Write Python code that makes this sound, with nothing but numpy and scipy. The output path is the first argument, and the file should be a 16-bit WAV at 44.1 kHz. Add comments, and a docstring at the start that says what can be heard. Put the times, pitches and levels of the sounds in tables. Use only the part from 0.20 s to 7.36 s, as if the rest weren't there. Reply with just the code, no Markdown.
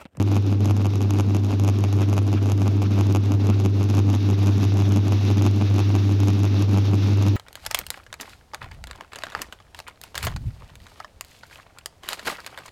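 """A throbbing hum with a fast rattle: an electric pottery wheel turning in a workshop.
The motor hums at twice the mains frequency and throbs with the belt pulleys. A loose part of the drive
knocks once per hum cycle, hardest when the belt pulls, and rings the frame. Bearings rumble, the belt
scuffs, and wet clay softly hisses, rubs and crackles under the potter's fingers."""
import sys
import numpy as np
from scipy import signal
from scipy.fft import rfft, irfft, next_fast_len
from scipy.io import wavfile
from scipy.ndimage import uniform_filter1d

SR = 44100
rng = np.random.default_rng(int(sys.argv[2]) if len(sys.argv) > 2 else 0)


def wrap_up_sound(samples):
    """Save the sound to the file named by the first command line argument, as 16-bit audio."""
    columns = np.atleast_2d(samples).T
    # keep every value between -1 and 1, then stretch to whole-number steps
    tamed = np.clip(columns, -1, 1)
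    steps = np.round(tamed * 32767).astype(np.int16)
    wavfile.write(sys.argv[1], SR, steps)


N = 315756

# potter's work, pressing harder at the rim in the second half: (time [s], hum [dB], clay hiss [dB])
WORK = [(0.1, -18.5, -49), (0.29, -19, -50.5), (3.35, -18, -50.5), (4.27, -18, -45.5), (7.0, -17.5, -44.5)]


def undb(db):
    """Decibels to gain."""
    return 10 ** (np.asarray(db) / 20)


def unit(x):
    """Scale to rms 1."""
    return x / np.sqrt(np.mean(x ** 2))


def curve(table, t, column=1):
    """Linear interpolation of one table column."""
    rows = np.array(table)
    return np.interp(t, rows[:, 0], rows[:, column])


def colour(x, points):
    """Minimum-phase filter from (frequency [Hz], gain [dB]) points."""
    hz, db = np.transpose(points)
    size = next_fast_len(len(x) + SR // 10)
    size += size % 2
    bins_hz = np.maximum(np.fft.rfftfreq(size, 1 / SR), 1)
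    gain = undb(np.interp(np.log(bins_hz), np.log(hz), db))
    cepstrum = irfft(np.log(gain))
    cepstrum[1:size // 2] *= 2
    cepstrum[size // 2 + 1:] = 0
    return irfft(rfft(x, size) * np.exp(rfft(cepstrum)))[:len(x)]


def noise(points):
    """Coloured noise, rms 1."""
    return unit(colour(rng.standard_normal(N), points))


def resonate(x, hz, width_hz):
    """One resonance, gain 1 at its centre."""
    return signal.lfilter(*signal.iirpeak(hz, hz / width_hz, fs=SR), x)


def walk(rate_hz):
    """Smooth random wander, rms 1."""
    hold = max(int(SR / rate_hz), 1)
    steps = np.repeat(rng.standard_normal(N // hold + 1), hold)[:N]
    return unit(uniform_filter1d(steps, hold))


def grains(rate_hz, spread_db):
    """Sparse impulses of uneven size."""
    impulses = (rng.random(N) < rate_hz / SR) * rng.choice([-1, 1], N)
    return impulses * undb(spread_db * np.clip(rng.standard_normal(N), -2, 2))


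def soft_limit(db, ceiling_db, knee_db):
    """Bend a level gently under a ceiling."""
    return ceiling_db - knee_db * np.logaddexp(0, (ceiling_db - db) / knee_db)


def motor(t, cycles, swell_db, load_db, gain_db=-0.5, waver_db=0.54, flutter_db=2):
    """Magnetic hum with a steady third harmonic; under load more overtones grow and trail behind."""
    angle = 2 * np.pi * cycles
    steady = np.cos(angle) - undb(-20) * np.cos(3 * angle)
    lag_cycles = 0.0045 * load_db + 0.011 * walk(25)
    trailing = angle - 2 * np.pi * lag_cycles
    second = undb(-22 + 0.61 * load_db + flutter_db * walk(8.2)) * np.cos(2 * trailing)
    third = undb(-21 + 0.5 * load_db + flutter_db * walk(12)) * np.cos(3 * trailing)
    level_db = curve(WORK, t) + gain_db + swell_db + waver_db * walk(24)
    return np.sqrt(2) * undb(level_db) * (steady - second - third)


def drive(t, pulley_hz=6.087, idler_hz=20.412, wheel_hz=2.15):
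    """Pulley, idler and wheel head run slightly out of true, varying hum level and belt load."""
    # one turn of the uneven pulley: (phase [turns], hum swell [dB], belt load [dB])
    turn = [(0, 0.66, 22), (0.102, 0.5, 12.5), (0.202, 2, -14.5), (.3, -0.5, -12.5), (0.399, -0.5, -18),
            (0.5, -0.5, 2), (.6, 0.8, -1.5), (.75, 0.7, 8), (0.868, 0.35, -0.5)]
    phase, *columns = np.transpose(turn)
    swell_db, load_db = (np.interp(t * pulley_hz, phase, db, period=1) for db in columns)
    idler = np.cos(2 * np.pi * idler_hz * (t - 0.022))
    wheel = np.cos(2 * np.pi * wheel_hz * (t - 0.052))
    return swell_db + 0.5 * wheel, load_db + 6.5 * idler + 3.5 * wheel


def strikes(t, cycles, load_db, lag_cycles=0.04, delay_s_per_db=0.00009, jitter_s=0.0002, base_db=-31):
    """The loose part strikes just after each hum crest, as hard as the belt pulls."""
    # knocks that stand out of the rattle: (time [s], level [dB])
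    hard_knocks = [(0.165, -13.5), (0.508, -14.5), (0.655, -15.5), (0.997, -12.5), (1.487, -13.5),
                   (1.638, -14), (1.928, -15.5), (1.978, -11.5), (2.417, -16.5), (2.809, -13.5),
                   (2.948, -11.5), (2.959, -12.5), (3.299, -14), (3.459, -14), (3.78, -17), (4.088, -20),
                   (4.921, -14), (5.263, -11.5), (5.591, -14), (5.751, -14), (6.573, -15), (7.064, -16.5)]
    at = np.flatnonzero(np.diff(np.floor(cycles - lag_cycles)))
    force, brightness, lateness = rng.standard_normal((len(at), 3)).T
    thud_db = soft_limit(base_db + 0.65 * load_db[at] + 4.5 * force, ceiling_db=-18, knee_db=3)
    # a harder throw lands later and is brighter
    times_s = t[at] + delay_s_per_db * (thud_db - base_db) + jitter_s * lateness
    for knock_s, knock_db in hard_knocks:
        nearest = np.argmin(np.abs(times_s - knock_s))
        times_s[nearest] = knock_s + 0.0015
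        thud_db[nearest] = knock_db - 2
        brightness[nearest] = 0
    snap_db = -38 + 1.154 * (thud_db - base_db) + 7.5 * np.minimum(brightness, 1)
    return times_s, thud_db, snap_db


def rattle(times_s, thud_db, snap_db, contact_s=0.00055, cutoff_hz=3800, frame_db=-4):
    """Each strike is a flat push for the contact time, which rings the frame, plus a bright snap."""
    # modes of frame and splash pan: (frequency [Hz], width [Hz], gain [dB])
    modes = [(200, 15, -6), (276, 5.9, 12), (371, 16.5, 14), (788, 140, 0.5), (1150, 140, -3.5),
             (2480, 970, 0.5)]
    # contact snap: (frequency [Hz], gain [dB])
    snap_spectrum = [(1500, -26.5), (2800, 1.5), (4600, -8), (6500, 4.5), (9000, -4), (11500, -1),
                     (14500, -15)]
    at = np.clip((times_s * SR).astype(int), 0, N - 1)
    thuds, snaps = np.zeros((2, N))
    thuds[at] = -undb(thud_db - 0.5)
    snaps[at] = -undb(snap_db + 13)
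    push = np.clip(contact_s * SR - np.arange(SR // 500), 0, 1)
    blows = signal.lfilter(*signal.butter(2, cutoff_hz, fs=SR), np.convolve(thuds, push)[:N])
    frame = sum(undb(db) * resonate(blows, hz, width_hz) for hz, width_hz, db in modes)
    return blows + undb(frame_db) * frame + colour(snaps, snap_spectrum)


def bearings(load_db, level_db=-28, flicker_db=0.5):
    """Low rolling noise that swells as the belt pulls."""
    # rumble of bearings and belt: (frequency [Hz], density [dB])
    spectrum = [(20, -53), (50, -18), (75, -6), (115, 7.5), (140, -3), (180, 3.5), (214, 6.5), (250, 3),
                (280, 5.5), (330, 0), (390, -0.5), (440, -6.5), (540, -16), (1600, -50.5)]
    smooth_load_db = uniform_filter1d(load_db, SR // 50)
    return undb(level_db + 0.17 * smooth_load_db + flicker_db * walk(25)) * noise(spectrum)


def belt(load_db, level_db=-45, flicker_db=2.34):
    """The belt scuffs over the pulley, more when it pulls."""
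    # belt scuff: (frequency [Hz], density [dB])
    spectrum = [(300, -0.5), (650, 8.5), (1300, -0.5), (1850, -6), (2650, -8), (4300, -9.5), (6200, -12.5),
                (12000, -20)]
    return undb(level_db + 0.2 * load_db + flicker_db * walk(30)) * noise(spectrum)


def clay(t, gain_db=1.5, flicker_db=2.5, grit_db=-12):
    """Fingers slide on wet clay: smooth hiss with a few sandy grains."""
    # sliding wet clay: (frequency [Hz], density [dB])
    spectrum = [(400, -8), (800, 0), (1300, 1.5), (1850, -0.5), (2400, 1.5), (2680, 5), (3050, -1.5),
                (3650, 5), (4400, -1), (5800, -2), (8000, -20.5), (12000, -16.5)]
    hiss = noise(spectrum)
    grit = unit(colour(grains(rate_hz=250, spread_db=5), spectrum))
    level_db = curve(WORK, t, column=2) + gain_db + flicker_db * walk(45)
    return undb(level_db) * (hiss + undb(grit_db) * grit)


def rubs(t, half_width_s=0.018):
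    """A finger catches on the clay: a short swell of dense wet grains."""
    # finger catches: (time [s], level [dB])
    catches = [(1.825, -39), (2.177, -40.5), (2.655, -41.5), (3.33, -42.5), (4.72, -39)]
    # wet rub: (frequency [Hz], density [dB])
    spectrum = [(600, -16), (1350, 6), (1900, -5.5), (2700, -1), (4200, -15), (8000, -28)]
    envelope = sum(undb(db) * np.exp(-((t - at_s) / half_width_s) ** 2) for at_s, db in catches)
    return envelope * unit(colour(grains(rate_hz=2500, spread_db=3), spectrum))


def wet_slip(load_db, click_gain_db=13, crackle_db=-39, base_rate_hz=110):
    """The wet film clicks under the fingers and crackles faster as the drive shakes the bowl."""
    # wet clay clicks: (time [s], level [dB])
    clicks = [(1.1644, -31), (2.6245, -27), (2.9254, -25)]
    # crackle of the film: (frequency [Hz], gain [dB])
    spectrum = [(1500, -25), (3500, 1), (6500, 3.5), (9000, 4), (11500, -1), (14500, 3)]
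    impulses = undb(crackle_db) * grains(base_rate_hz * undb(0.86 * load_db), spread_db=4)
    for at_s, db in clicks:
        impulses[int(at_s * SR)] += undb(db + click_gain_db)
    return colour(impulses, spectrum)


def bubbles(load_db, base_rate_hz=14, min_db=-47, range_db=10, low_hz=5500, high_hz=13000,
            decay_s=0.0018):
    """Tiny air pockets in the slip burst as the bowl shakes, each with its own high ping."""
    age_s = np.arange(SR // 200) / SR
    envelope = np.exp(-age_s / decay_s)
    pings = np.zeros(N + len(age_s))
    at = np.flatnonzero(rng.random(N) < base_rate_hz * undb(load_db) / SR)
    for start, (pitch, strength) in zip(at, rng.random((N, 2))[at]):
        hz = low_hz * (high_hz / low_hz) ** pitch
        ping = envelope * np.sin(2 * np.pi * hz * age_s)
        pings[start:start + len(ping)] += undb(min_db + range_db * strength) * ping
    return pings[:N]


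def workshop(x, gain_db=-15, predelay_s=0.0041, t60_s=0.55):
    """Short diffuse echo of a small cluttered room."""
    # room echo: (frequency [Hz], gain [dB])
    spectrum = [(400, -12), (1000, 3), (3000, 0), (6000, -14), (12000, -12)]
    t = np.arange(SR // 2) / SR
    tail = rng.standard_normal(len(t)) * np.exp(-np.log(1000) * t / t60_s) * (t > predelay_s)
    echo = signal.fftconvolve(x, tail / np.linalg.norm(tail))[:N]
    return undb(gain_db) * colour(echo, spectrum)


def scene(hum_hz=99.882):
    """Hum, rattle, scuff and rumble share one drive; the clay sounds lie on top."""
    t = np.arange(N) / SR
    cycles = hum_hz * t - 0.5
    swell_db, load_db = drive(t)
    # the belt gives under the hardest pulls, so strain on motor and bearings levels off
    strain_db = soft_limit(load_db, ceiling_db=17, knee_db=4)
    knocks = rattle(*strikes(t, cycles, load_db))
    hum = motor(t, cycles, swell_db, strain_db)
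    machine = hum + knocks + workshop(knocks) + belt(load_db) + bearings(strain_db)
    return (machine + clay(t) + rubs(t) + wet_slip(load_db) + bubbles(load_db))[None]


def record(dry, low_hz=24, top_hz=15700):
    """The microphone colours the treble and cuts the deepest bass and the top."""
    # microphone port: (frequency [Hz], gain [dB])
    port = [(5500, 0), (6500, -0.5), (7300, -6.5), (8300, -11), (9600, -13.5), (10600, -5.5), (11700, -3.5),
            (13300, -8), (15500, -14)]
    highpass = signal.butter(2, low_hz, "high", fs=SR, output="sos")
    lowpass = signal.ellip(12, 0.1, 90, top_hz, fs=SR, output="sos")
    heard = signal.sosfilt(highpass, colour(dry[0], port))
    return signal.sosfilt(lowpass, heard)[None]


dry = scene()
out = record(dry)
wrap_up_sound(out)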